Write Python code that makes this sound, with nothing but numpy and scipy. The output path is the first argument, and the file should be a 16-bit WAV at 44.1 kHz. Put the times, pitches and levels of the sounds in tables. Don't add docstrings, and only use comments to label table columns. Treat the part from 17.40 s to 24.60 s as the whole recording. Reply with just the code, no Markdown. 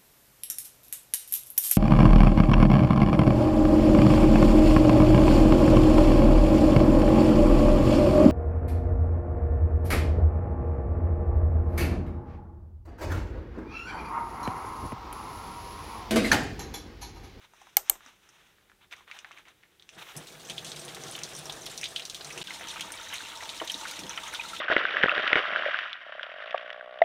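import sys
import numpy as np
from scipy import signal
from scipy.fft import rfft, irfft
from scipy.io import wavfile

SR = 44100
rng = np.random.default_rng(int(sys.argv[2]) if len(sys.argv) > 2 else 0)


def transcribe(u):
    v = np.clip(np.atleast_2d(u).T, -1, 1)
    q = np.round(v * 32767).astype(np.int16)
    wavfile.write(sys.argv[1], SR, q)


def volts(x):
    e = np.asarray(x, float) / 20
    return 10 ** e


N = 317520

# frequency in Hz, level in dB per Hz.
SPATTER_COLOUR = [(4000, -36), (4900, 0), (6100, 7.5), (7500, -3.5), (9200, -1.5), (11500, -13),
                  (16000, -19.5)]
# start in seconds, end in seconds.
GAP_S = (5.0303, 5.0397)


def rms_one(x):
    return x / np.sqrt(np.mean(x ** 2) + 1e-20)


def in_time(rows):
    s, *columns = np.transpose(rows)
    return [np.interp(np.arange(N) / SR, s, c) for c in columns]


def drift(rate):
    r = np.exp(-40 * np.pi * rate / SR)
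    white = rng.standard_normal(N // 20 + 2002)
    slow = signal.lfilter([1], [1, -2 * r, r * r], white)[2000:]
    return np.interp(np.arange(N) / 20, np.arange(len(slow)), rms_one(slow))


def resonance(x, hz, width):
    r = np.exp(-np.pi * width / SR)
    feedback = [1, -2 * r * np.cos(2 * np.pi * hz / SR), r * r]
    return signal.lfilter(np.array([1, 0, -1]) * (1 - r * r) / 2, feedback, x)


def coloured(x, spectrum, low=20, high=20000):
    hz = np.maximum(np.fft.rfftfreq(len(x), 1 / SR), 1)
    points = np.array(spectrum)
    band = 1 / np.sqrt((1 + (low / hz) ** 8) * (1 + (hz / high) ** 8))
    colour = volts(np.interp(np.log(hz), np.log(points[:, 0]), points[:, 1]))
    return rms_one(irfft(rfft(x) * band * colour, len(x)))


def grains(per_s, spread_db):
    sizes = volts(spread_db * np.minimum(rng.exponential(1, N), 4)) * rng.choice([-1, 1], N)
    return rms_one(sizes * (rng.random(N) < per_s / SR))


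def droplets(per_s, low_hz, high_hz, cycles):
    clicks = grains(per_s, spread_db=4.0) + 1e-18
    dealt = rng.integers(0, 14, N)
    out = np.zeros(N)
    for k, hz in enumerate(np.geomspace(low_hz, high_hz, 14)):
        out += resonance(clicks * (dealt == k) + 1e-18, hz, 1.9 * hz / cycles) / np.sqrt(hz)
    return rms_one(out)


def add(out, s, piece):
    i = round(s * SR)
    out[i:i + len(piece)] += piece[:N - i]


def bursts(events, attack_cycles, t60, wash_t60, wash_db, width, rise, spray_db, focus):
    out, t = np.zeros(N), np.arange(4096) / SR
    noise = rng.standard_normal((len(events), len(t)))
    for (s, peak_db, hz, spatter_db), white in zip(events, noise):
        tone = np.sin(2 * np.pi * hz * t * (1 + rise * hz * t))
        tone = tone * volts(-60 * t / t60) * np.clip(t * hz / attack_cycles, 0, 1)
        tone = resonance(tone, hz, focus * hz)
        wash = rms_one(resonance(resonance(white, hz, width * hz), hz, 2 * width * hz))
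        wash = volts(wash_db - 60 * t / wash_t60) * wash
        dying = volts(-60 * t / (0.11 * wash_t60)) + volts(-6.5 - 60 * t / (1.34 * wash_t60))
        spatter = volts(spray_db + spatter_db) * dying * coloured(white, SPATTER_COLOUR)
        add(out, s, volts(peak_db) * (tone + (wash + spatter) * np.clip(t / 0.00051, 0, 1)))
    return out


def snaps():
    snap_times = [
        0.3683,
        0.4969,
    ]
    # peak level in dB, cup ring in dB, table thump in dB.
    snap_levels = [
        (-0.3, -17, -55.5),
        (-2.5, -28.5, -49.5),
    ]
    # seconds after its start, level in dB.
    snap_cracks = [
        [(.0003, 4), (.0008, 0), (.0014, -2), (.002, -8)],
        [(.0003, -3), (.0009, 1), (.0017, -12), (.0026, -6)],
    ]
    # frequency in Hz, width in Hz, level in dB.
    sheet_modes = [
        [(2170, 110, -8.5), (2950, 130, -14.5), (4180, 212, -13), (5860, 280, -12), (6620, 400, -9.5),
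         (7590, 270, -14.5), (9050, 250, -10.5), (9590, 400, -16.5), (3540, 270, -19), (12260, 260, -15),
         (13000, 180, -9), (13640, 108.3, -12.5), (14040, 247, 0), (15200, 240, -18.5)],
        [(2960, 234, -9.5), (4240, 147, -11.5), (3650, 250, -19), (6810, 270, -5), (7600, 120, -9.5),
         (8030, 200, -6), (8580, 201, -7.5), (10300, 150, -14.5), (11100, 290, -9), (12380, 340, -6.5),
         (13130, 230, -1), (13280, 277, -1.5), (14350, 400, -6.5), (2270, 140, -9.5)],
    ]
    # frequency in Hz, level in dB per Hz.
    kitchen_echo = [
        [(220, -47), (380, -3), (801, -2.5), (1150, -5), (3890, -14.5), (6900, -6), (8600, -7), (11100, -15.5),
         (14000, -0.5), (16000, -33)],
        [(180, -22), (801, 3.5), (2800, -22), (5200, -18), (7300, -0.5), (8600, -3), (10500, -13), (13200, 0.5),
         (14600, -14.5), (16000, -31)],
    ]
    out, t = np.zeros(N), np.arange(8000) / SR
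    for s, (peak_db, cup_db, thump_db), cracking, modes, echo in zip(
            snap_times, snap_levels, snap_cracks, sheet_modes, kitchen_echo):
        crack_shape = sum(volts(db - 24000 * (t - at)) * (t > at) for at, db in cracking)
        cracks = rng.choice([-1, 1], len(t)) * crack_shape
        kicks = [1.0 * (np.arange(len(t)) == round(at * SR)) for at, db in cracking]
        ringing = np.zeros(len(t))
        for k, (hz, width, db) in enumerate(modes):
            mode = resonance(resonance(kicks[k % 3], hz, 3000), hz, 0.94 * width)
            ringing += volts(db) * mode * (-1) ** k
        body = rms_one(ringing) + volts(-19.0) * rms_one(resonance(sum(kicks), 940, 1800))
        body += volts(-9.0) * rms_one(resonance(cracks, 11500, 6000))
        cup = volts(cup_db - 60 * t / 0.038) * np.sin(2 * np.pi * 801 * t) * np.clip(t / 0.0025, 0, 1)
        thump = volts(thump_db - 60 * t / 0.25) * np.sin(2 * np.pi * 28.3 * t)
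        tail = coloured(rng.standard_normal(len(t)), echo)
        tail = tail * volts(-33.0 - 60 * t / 0.17) * np.clip(t / 0.00069, 0, 1)
        add(out, s, volts(peak_db) * (body / np.abs(body).max() + tail) + cup + thump)
    return out


def stroke_gains():
    # peak time in seconds, rub in dB, crackle in dB, length in seconds.
    hand_strokes = [(0.035, -56, -57.5, 0.037), (0.238, -60, -57, 0.14), (0.503, -53, -47.5, 0.07),
                    (0.664, -56, -55.5, 0.085), (0.932, -63.5, -62, 0.23), (1.147, -69.5, -82, 0.41),
                    (1.432, -57.5, -71, 0.026), (1.529, -44, -47, 0.015), (1.58, -56.5, -60, 0.061),
                    (1.7, -54.5, -74, 0.033), (1.763, -50.5, -52.5, 0.053), (1.894, -58, -63, 0.11),
                    (1.983, -53.5, -62, 0.04), (2.086, -56, -74, 0.034), (2.327, -69, -74, 0.47),
                    (2.5, -71.5, -63, 0.078), (2.59, -46.5, -50, 0.017), (2.622, -45, -48, 0.018),
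                    (2.697, -48, -49, 0.05)]
    t, power = np.arange(0, N / SR, 1 / 1000), 1e-20
    for s, rub_db, crackle_db, length in hand_strokes:
        away = (t - s) / np.where(t < s, 0.89 * length, length)
        power = power + volts(2 * (np.array([[rub_db], [crackle_db]]) - 10 * away ** 2))
    return [np.interp(np.arange(N) / SR, t, gain) for gain in np.sqrt(power)]


def rustle():
    # frequency in Hz, level in dB per Hz.
    rub_colour = [(250, -23), (450, -9), (900, -0.5), (2000, -1), (3800, -1.5), (4900, -24.5)]
    rub, crackle = stroke_gains()
    slips = rng.standard_normal((2, N)) + 0.4 * grains(per_s=2800, spread_db=1.5)
    slips = slips * volts(1.5 * drift(40))
    tiny_rings = droplets(per_s=6000, low_hz=1200, high_hz=3900, cycles=30.0)
    dull = rms_one(coloured(slips[0], rub_colour) + 0.5 * tiny_rings)
    bright = volts(-11.0) * coloured(slips[1], SPATTER_COLOUR, high=9100)
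    fade = np.clip((2.74 - np.arange(N) / SR) / 0.016, 0, 1)
    return fade * (rub * dull + crackle * bright)


def pack_ticks():
    # start in seconds, peak level in dB, pitch in Hz, brightness in dB.
    sheet_ticks = [(0.607, -32, 1240, -27), (0.662, -32.5, 1310, -6), (0.89, -40.5, 1435, 1),
                   (1.184, -44.5, 1554, -23), (1.212, -46, 1750, -17), (1.298, -37, 1600, -19),
                   (1.317, -36.5, 1410, -28), (1.417, -44, 2180, -24), (1.512, -33, 2434, -11),
                   (1.526, -22, 2380, -42), (1.608, -35, 970, -24), (1.678, -32.5, 1500, -20),
                   (1.701, -34, 1195, -25.5), (1.7136, -19.5, 2300, -20), (1.789, -26.5, 2900, -5),
                   (1.8463, -21, 1710, -30), (1.9105, -29.5, 1090, -25), (1.916, -28.5, 2200, -14),
                   (1.928, -35, 2700, -20), (1.985, -36, 2000, -8), (1.975, -30, 2220, -27.5),
                   (2.054, -38.5, 1940, -15), (2.083, -34.5, 2060, -7.5), (2.23, -41, 2180, -25),
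                   (2.235, -36, 1870, -28), (2.254, -42, 1912, -26.5), (2.397, -36, 3580, -19),
                   (2.424, -34.5, 3490, -12.5), (2.491, -26.5, 2720, -8), (2.529, -51, 2500, 6),
                   (0.136, -34, 930, -13),
        (0.216, -30.5, 750, -14),
        (0.27, -32, 920, -22),
        (0.555, -31, 960, -24),
        (1.537, -25, 1800, -24),
        (1.564, -43, 1520, 0),
    ]
    ticks = bursts(sheet_ticks, attack_cycles=0.029, t60=0.0033, wash_t60=0.071,
                   wash_db=-21.5, width=0.35, rise=0.001, spray_db=-11.0, focus=4.4)
    band = signal.butter(2, [600, 8000], "band", fs=SR, output="sos")
    return signal.sosfilt(band, ticks)


def spurts(per_s, t60, depth):
    r = volts(-60 / (t60 * SR))
    jumps = signal.lfilter([1], [1, -r], np.abs(grains(per_s, spread_db=3.5)))
    return rms_one(1 + depth * rms_one(jumps))


def stream_levels(rows, follows):
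    # peak time in seconds, flow gain in dB, steel gain in dB.
    gush_events = [
        (2.577, -2.5, 23),
        (2.771, 4, 25),
        (4.13, 1, -2),
        (5.73, 4, 5.5),
        (6.25, 4, 2),
        (6.638, -8, 17.5),
    ]
    # start in seconds, end in seconds, drum change in dB.
    drum_lulls = [
        (4.706, 4.805, -4.5),
        (5.035, 5.085, -11),
    ]
    t, (flow_db, steel_db) = np.arange(N) / SR, in_time(rows)
    for s, flow_gain_db, steel_gain_db in gush_events:
        bell = np.exp(-((t - s) / np.where(t < s, 0.023, 0.05)) ** 2)
        flow_db = flow_db + flow_gain_db * bell
        steel_db = steel_db + steel_gain_db * bell
    drum_db, drum_flow, drum_steel, hiss_db, hiss_flow = follows
    for a, b, loss_db in drum_lulls:
        drum_db = drum_db + np.interp(t, [a - 0.02, a, b - 0.004, b], [0, loss_db, loss_db, 0])
    flow_swing = flow_db - np.median(np.array(rows)[:, 1])
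    steel_swing = steel_db - np.median(np.array(rows)[:, 2])
    drum_db = drum_db + drum_flow * flow_swing + drum_steel * steel_swing
    return steel_db, drum_db, flow_db, hiss_db + hiss_flow * flow_swing


def tap(rows, follows, colour, boom, basin):
    boom_db, drum_db, splash_db, hiss_db = stream_levels(rows, follows)
    thud, wet, fine = rng.standard_normal((3, N))
    patter = grains(per_s=2900, spread_db=3.0)

    lowest = volts(boom[2]) * rms_one(resonance(thud, boom[0], boom[1]))
    low = rms_one(coloured(thud, colour, low=95, high=350) + lowest)

    rings = sum(volts(db + 1.5 * drift(16)) * rms_one(resonance(wet, hz, width)) for hz, width, db in basin)
    gurgle = droplets(per_s=180, low_hz=365.7, high_hz=1520, cycles=77.0)
    beating = coloured(thud, colour, low=354, high=1730) * volts(2.33 * drift(37.0))
    drum = rms_one(beating + 0.56 * rings + 0.35 * gurgle)

    walls = sum(volts(5.8 * drift(11.3)) * rms_one(resonance(fine, hz, 26)) for hz in boom[3:])
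    drops = droplets(per_s=440, low_hz=1214, high_hz=3990, cycles=40.0)
    breaking = (wet + 0.23 * patter) * spurts(per_s=27, t60=0.04, depth=0.89)
    splash = rms_one(coloured(breaking, colour, low=1160, high=3120) + 0.91 * drops + 0.076 * walls)

    fizz = droplets(per_s=480, low_hz=5140, high_hz=9560, cycles=93.0)
    misting = (fine + 0.5 * patter) * spurts(per_s=21, t60=0.17, depth=1.0)
    spray = coloured(misting, colour, low=3650) + 0.41 * fizz

    out = volts(hiss_db - 19) * coloured(wet, colour, high=126)
    out += volts(boom_db - 1.5) * low + volts(drum_db + 0.5) * drum
    return out + volts(splash_db - 8.0) * splash + volts(hiss_db - 1.5) * spray


def running_water():
    # time in seconds, flow on the hands in dB, jets reaching the steel in dB.
    flow_curves = [
        [(2.73, -51.5, -75), (2.86, -49.5, -62.5), (3.13, -47, -52), (3.74, -45, -51.5), (3.88, -45, -57.5),
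         (4.08, -45, -51), (4.66, -46.5, -64), (4.88, -43.5, -56.5), (5.02, -43, -52.5)],
        [(5.05, -44.5, -59), (5.33, -37, -62), (5.46, -40, -52), (5.62, -38, -70), (5.86, -36, -68),
         (6.0, -40.5, -66), (6.25, -41.5, -61.5), (6.95, -36, -61.5), (7.2, -42, -59.5)],
    ]
    # drum in dB, its share of the flow swing, its share of the steel swing,
    # hiss in dB, its share of the flow swing.
    flow_shares = [
        (-50.5, 1, 0.34, -47.5, 1.7),
        (-50.5, 0.1, 0.21, -47.5, 0.28),
    ]
    # frequency in Hz, level in dB per Hz.
    water_colours = [
        [(18, -43), (30, 6), (75, -1), (153, 7.5), (221, 0.5), (649, -8.5), (1390, -12), (3580, -6),
         (4650, -14.5), (6050, -15.5), (8980, -18), (14800, -35), (16000, -45)],
        [(18, -55), (30, -2), (311, 0), (426, -3.5), (649, 0), (740, 1.5), (913, -1.5), (1630, -1), (3770, 5.5),
         (4780, -6.5), (6050, -4.5), (9220, -10.5), (16000, -29)],
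    ]
    # lowest basin mode in Hz, its width in Hz, its level in dB, then three wall modes in Hz.
    boom_modes = [
        (148.4, 22, 6.5, 1600, 2800, 2500),
        (186.7, 5.1, -2.5, 1300, 1900, 2800),
    ]
    # frequency in Hz, width in Hz, level in dB.
    basin_modes = [
        [(356.5, 18, -5.5), (482, 21, -5), (659, 27, -1.5), (767, 5.7, -6)],
        [(318, 21, -7), (509, 26, -5.5), (651, 18, -3), (911, 58, 6.5)],
    ]
    takes = zip(flow_curves, flow_shares, water_colours, boom_modes, basin_modes)
    first, second = [tap(*take) for take in takes]
    t = np.arange(N) / SR
    return np.where(t < GAP_S[0], first * np.clip((t - 2.5) / 0.041, 0, 1), second)


def splats():
    # start in seconds, peak level in dB, bubble pitch in Hz, spray in dB.
    heavy_splats = [(3.0868, -32, 2720, -9), (3.098, -21, 3000, -10.5), (3.1803, -22.5, 3200, -18),
                    (3.2464, -27, 3120, -5), (3.3175, -26.5, 3820, -9), (3.481, -29, 3280, -15),
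                    (3.5469, -31.5, 3550, -5.5), (3.6365, -33, 3420, -2.5), (3.7509, -25, 3110, -16),
                    (3.7893, -31, 2720, -6), (3.8347, -25, 3900, -4), (4.0965, -23, 3450, -22),
                    (4.1234, -33, 3830, -1.5), (4.2627, -24, 3330, -13.5), (4.3768, -28, 3670, -1.5),
                    (4.4127, -32, 2320, 0), (4.431, -21, 2400, -17), (4.4404, -18.5, 3300, -11),
                    (4.4553, -21, 3700, -19), (4.5613, -17.5, 3230, -16.5), (4.596, -24.5, 2900, -13),
                    (4.621, -28, 3870, -26), (4.6523, -26.5, 3880, -4.5), (4.698, -26, 3700, -5.5),
                    (4.7458, -25, 3450, -7.5), (4.8093, -27.5, 3720, -23), (4.846, -30.5, 3900, -3.5),
                    (4.9034, -25.5, 2280, -18), (4.9762, -26, 2640, -9), (5.0146, -23.5, 3180, -31),
                    (5.072, -26, 3150, -18), (5.107, -29, 2120, -14), (5.1577, -40, 2100, -16),
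                    (5.2103, -29, 1990, -15), (5.2717, -26.5, 3000, -12), (5.3012, -25, 3640, -25),
                    (5.3585, -28, 1380, -25), (5.3956, -26, 2480, -16), (5.4083, -20.5, 3030, -9.5),
                    (5.521, -45, 2080, -3), (5.5743, -36, 3620, -12), (5.613, -41, 3440, -4),
                    (5.7409, -25, 2730, -6), (6.007, -29.5, 1980, -42), (6.055, -30.5, 3060, -12),
                    (6.092, -22.5, 3500, -15.5), (6.2, -23.5, 1900, -40), (6.275, -23, 3320, -11.5),
                    (6.298, -21, 2950, -26), (6.343, -25.5, 3500, -11), (6.453, -22, 1520, -28),
                    (6.4815, -30.5, 2480, -6.5), (6.591, -31.5, 2400, -1), (6.635, -28.5, 3330, -12.5),
                    (6.666, -30, 2900, -11), (6.732, -30, 2470, -13), (6.776, -22.5, 2340, -31),
                    (6.834, -30, 3450, -6.5), (6.946, -20.5, 3300, -23), (6.997, -38, 2370, -35),
                    (7.1645, -25.5, 3150, -26)]
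    return bursts(heavy_splats, attack_cycles=1.6, t60=0.0052, wash_t60=0.086,
                  wash_db=-11.5, width=0.37, rise=0.0014, spray_db=-2.0, focus=1.0)


def plinks():
    # start in seconds, peak level in dB, pitch in Hz, ring time in seconds.
    ringing_drops = [(2.398, -41, 3580, 0.011), (2.424, -45.5, 3600, 0.013), (3.712, -29.5, 9370, .008),
                     (3.751, -32, 3040, 0.018), (4.43, -29, 2380, 0.034), (5.083, -38, 1540, 0.067),
                     (5.105, -26.5, 2080, 0.024), (5.249, -36, 1285, .04), (5.308, -32, 3650, .03),
                     (5.423, -31, 3240, 0.024), (5.539, -38, 2260, 0.061), (5.574, -34, 3750, .02),
                     (5.597, -31, 1360, 0.032), (5.613, -33, 3680, .025), (5.67, -33, 1830, 0.022),
                     (5.690, -39, 3830, 0.062), (5.808, -34, 3680, 0.022), (5.836, -39, 2720, 0.047),
                     (5.945, -36, 1270, .03), (6.200, -24.5, 3010, 0.025), (6.212, -31.5, 324, 0.084),
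                     (6.275, -30, 3740, 0.025), (6.298, -19.5, 3120, 0.02), (6.342, -16.5, 3800, 0.01),
                     (6.411, -30, 1380, .02), (6.454, -22.5, 1413, 0.022), (6.577, -42, 990, 0.019),
                     (6.693, -34, 1330, 0.023), (6.775, -18.5, 3060, 0.015), (6.835, -31.5, 3500, .025),
                     (6.910, -35, 3730, 0.022), (6.947, -37, 3500, 0.069), (6.996, -23, 2460, 0.042),
                     (7.049, -30, 1370, 0.028), (7.057, -38, 4050, 0.05), (7.089, -38, 3730, .03),
                     (7.192, -30.5, 3580, 0.036), (6.990, -27, 907, 0.039), (6.428, -31, 892, 0.061),
                     (7.131, -29.5, 1329, 0.06), (4.562, -24, 3100, 0.013), (3.182, -29, 3420, 0.015),
                     (6.885, -37, 3250, 0.035)]
    out, t = np.zeros(N), np.arange(4096) / SR
    for s, peak_db, hz, ring_s in ringing_drops:
        swell = np.sin(np.pi / 2 * np.clip(t * hz / 5, 0, 1)) ** 2
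        tone = np.sin(2 * np.pi * hz * t * (1 + 0.00028 * hz * t))
        add(out, s, volts(peak_db + 1.5 - 60 * t / ring_s) * swell * tone)
    return out


def spits():
    # start in seconds, peak level in dB, pitch in Hz.
    spray_spits = [(2.765, -27, 8110), (2.7733, -27, 9400), (3.05, -35, 6170), (3.0726, -35, 8020),
                   (3.253, -34, 6460), (3.296, -29, 8000), (3.3945, -27, 8250), (3.449, -30, 9500),
                   (3.553, -34, 7320), (3.6182, -38, 6060), (3.697, -39, 6080), (3.7115, -29.5, 9000),
                   (3.737, -36, 6090), (3.7624, -34, 6500), (3.934, -32, 5690), (3.9496, -24.5, 5740),
                   (3.9647, -26.5, 8600), (3.9896, -31, 9330), (4.056, -29, 5600), (4.1829, -41, 5740),
                   (4.219, -31, 6240), (4.2577, -27, 5640), (4.3141, -30, 7300), (4.376, -34, 6100),
                   (4.487, -33, 8150), (4.8704, -31, 8580), (4.9248, -29, 5800), (5.1302, -35, 5380),
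                   (5.1886, -33.5, 6180), (5.286, -30, 5700), (5.3133, -31.5, 9050), (5.3354, -37, 5410),
                   (5.4515, -40, 6310), (5.477, -52, 5910), (5.52, -25, 8870), (5.5992, -45, 6070),
                   (5.6317, -30.5, 6230), (5.685, -31, 5960), (5.9728, -31, 5540), (6.0177, -33, 5840),
                   (6.0338, -29, 5570), (6.1749, -34, 5100), (6.2447, -33, 5840), (6.318, -24.5, 5750),
                   (6.3784, -28, 5560), (6.403, -30, 7200), (6.4587, -37, 6030), (6.5112, -24.5, 4680),
                   (6.534, -30.5, 6300), (6.5917, -37, 5720), (6.694, -23.5, 5860), (6.761, -32.5, 5800),
                   (6.877, -26.5, 6500), (6.9386, -33, 5840), (7.0359, -36, 5390)]
    return bursts([(*spit, -10) for spit in spray_spits], attack_cycles=5.7, t60=0.0056, wash_t60=0.094,
                  wash_db=-18.0, width=0.13, rise=0.0012, spray_db=-3.5, focus=0.83)


def plops_and_knocks():
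    # start in seconds, peak level in dB, pitch in Hz.
    hollow_plops = [(4.056, -41, 760), (4.094, -41, 775), (4.121, -43, 793), (4.801, -44, 693),
                    (5.208, -43, 660), (5.358, -40, 1076), (6.024, -36, 884), (6.216, -29, 653),
                    (6.411, -38.5, 910), (6.429, -47, 920), (6.777, -34, 1330), (6.875, -35.5, 1280),
                    (6.937, -33, 1430), (7.037, -41, 1310), (7.104, -40.5, 913), (7.133, -39, 1302)]
    dull_knocks = [
        (0.501, -44.5, 343),
        (0.554, -54, 273),
        (0.658, -57, 247),
        (1.846, -52, 830),
        (4.43, -49, 110),
        (5.36, -43, 750),
        (5.825, -46.5, 284),
        (6.214, -37, 458),
        (6.345, -41, 295),
        (6.59, -41, 303),
    ]
    return bursts([(*plop, -40) for plop in hollow_plops + dull_knocks], attack_cycles=0.45, t60=0.086,
                  wash_t60=0.1, wash_db=-4.0, width=0.79, rise=0.0005, spray_db=-8.5, focus=2.7)


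def pricks():
    # start in seconds, peak level in dB.
    fine_pricks = [(2.766, -37), (2.773, -34), (3.4499, -44), (3.5467, -40), (3.7114, -41), (3.7627, -36.5),
                   (3.8336, -47), (3.9867, -37), (4.0551, -38), (4.097, -42), (4.2631, -34), (4.314, -40),
                   (4.3709, -44), (4.5589, -42), (4.747, -41), (5.3581, -47.5), (5.4085, -36),
                   (5.5202, -34), (5.737, -33), (6.2491, -39), (6.3177, -35), (6.512, -35), (6.5928, -45),
                   (6.939, -36.5), (7.1311, -48)]
    out, t = np.zeros(N), np.arange(1024) / SR
    for (s, peak_db), white in zip(fine_pricks, rng.standard_normal((len(fine_pricks), len(t)))):
        bright = rms_one(resonance(resonance(white, 10300, 6000), 11000, 9000))
        add(out, s, volts(peak_db - 6.0 - 60 * t / 0.03) * bright)
    return out


def mist():
    hiss = coloured(rng.standard_normal(N), [(5000, -31), (11000, -7.5), (16000, -8.0)])
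    return volts(-63) * hiss * (np.arange(N) / SR > 2.58)


def room():
    # frequency in Hz, level in dB per Hz.
    room_colour = [(18, -54), (30, -4), (221, -9), (266, -11.5), (336, -5.5), (666, -16), (889, -16.5),
                   (1100, -31.5), (1350, -18), (16000, -25.5)]
    return volts(-64.5 - 3.5) * coloured(rng.standard_normal(N), room_colour)


def scene():
    t = np.arange(N) / SR
    pack = snaps() + rustle() + pack_ticks()
    water = running_water() + splats() + plinks() + spits() + plops_and_knocks() + pricks()
    heard = np.clip(np.maximum(GAP_S[0] - t, t - GAP_S[1]) / 0.00018, 0.04, 1)
    return ((pack + water + mist() + room()) * heard)[None]


def band_limit(x):
    return signal.sosfilt(signal.butter(12, 16830, fs=SR, output="sos"), x)


def record(dry):
    low_pass = signal.cheby2(14, 70, 16600, fs=SR, output="sos")
    return band_limit(signal.sosfilt(low_pass, dry))


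dry = scene()
out = record(dry)
transcribe(out)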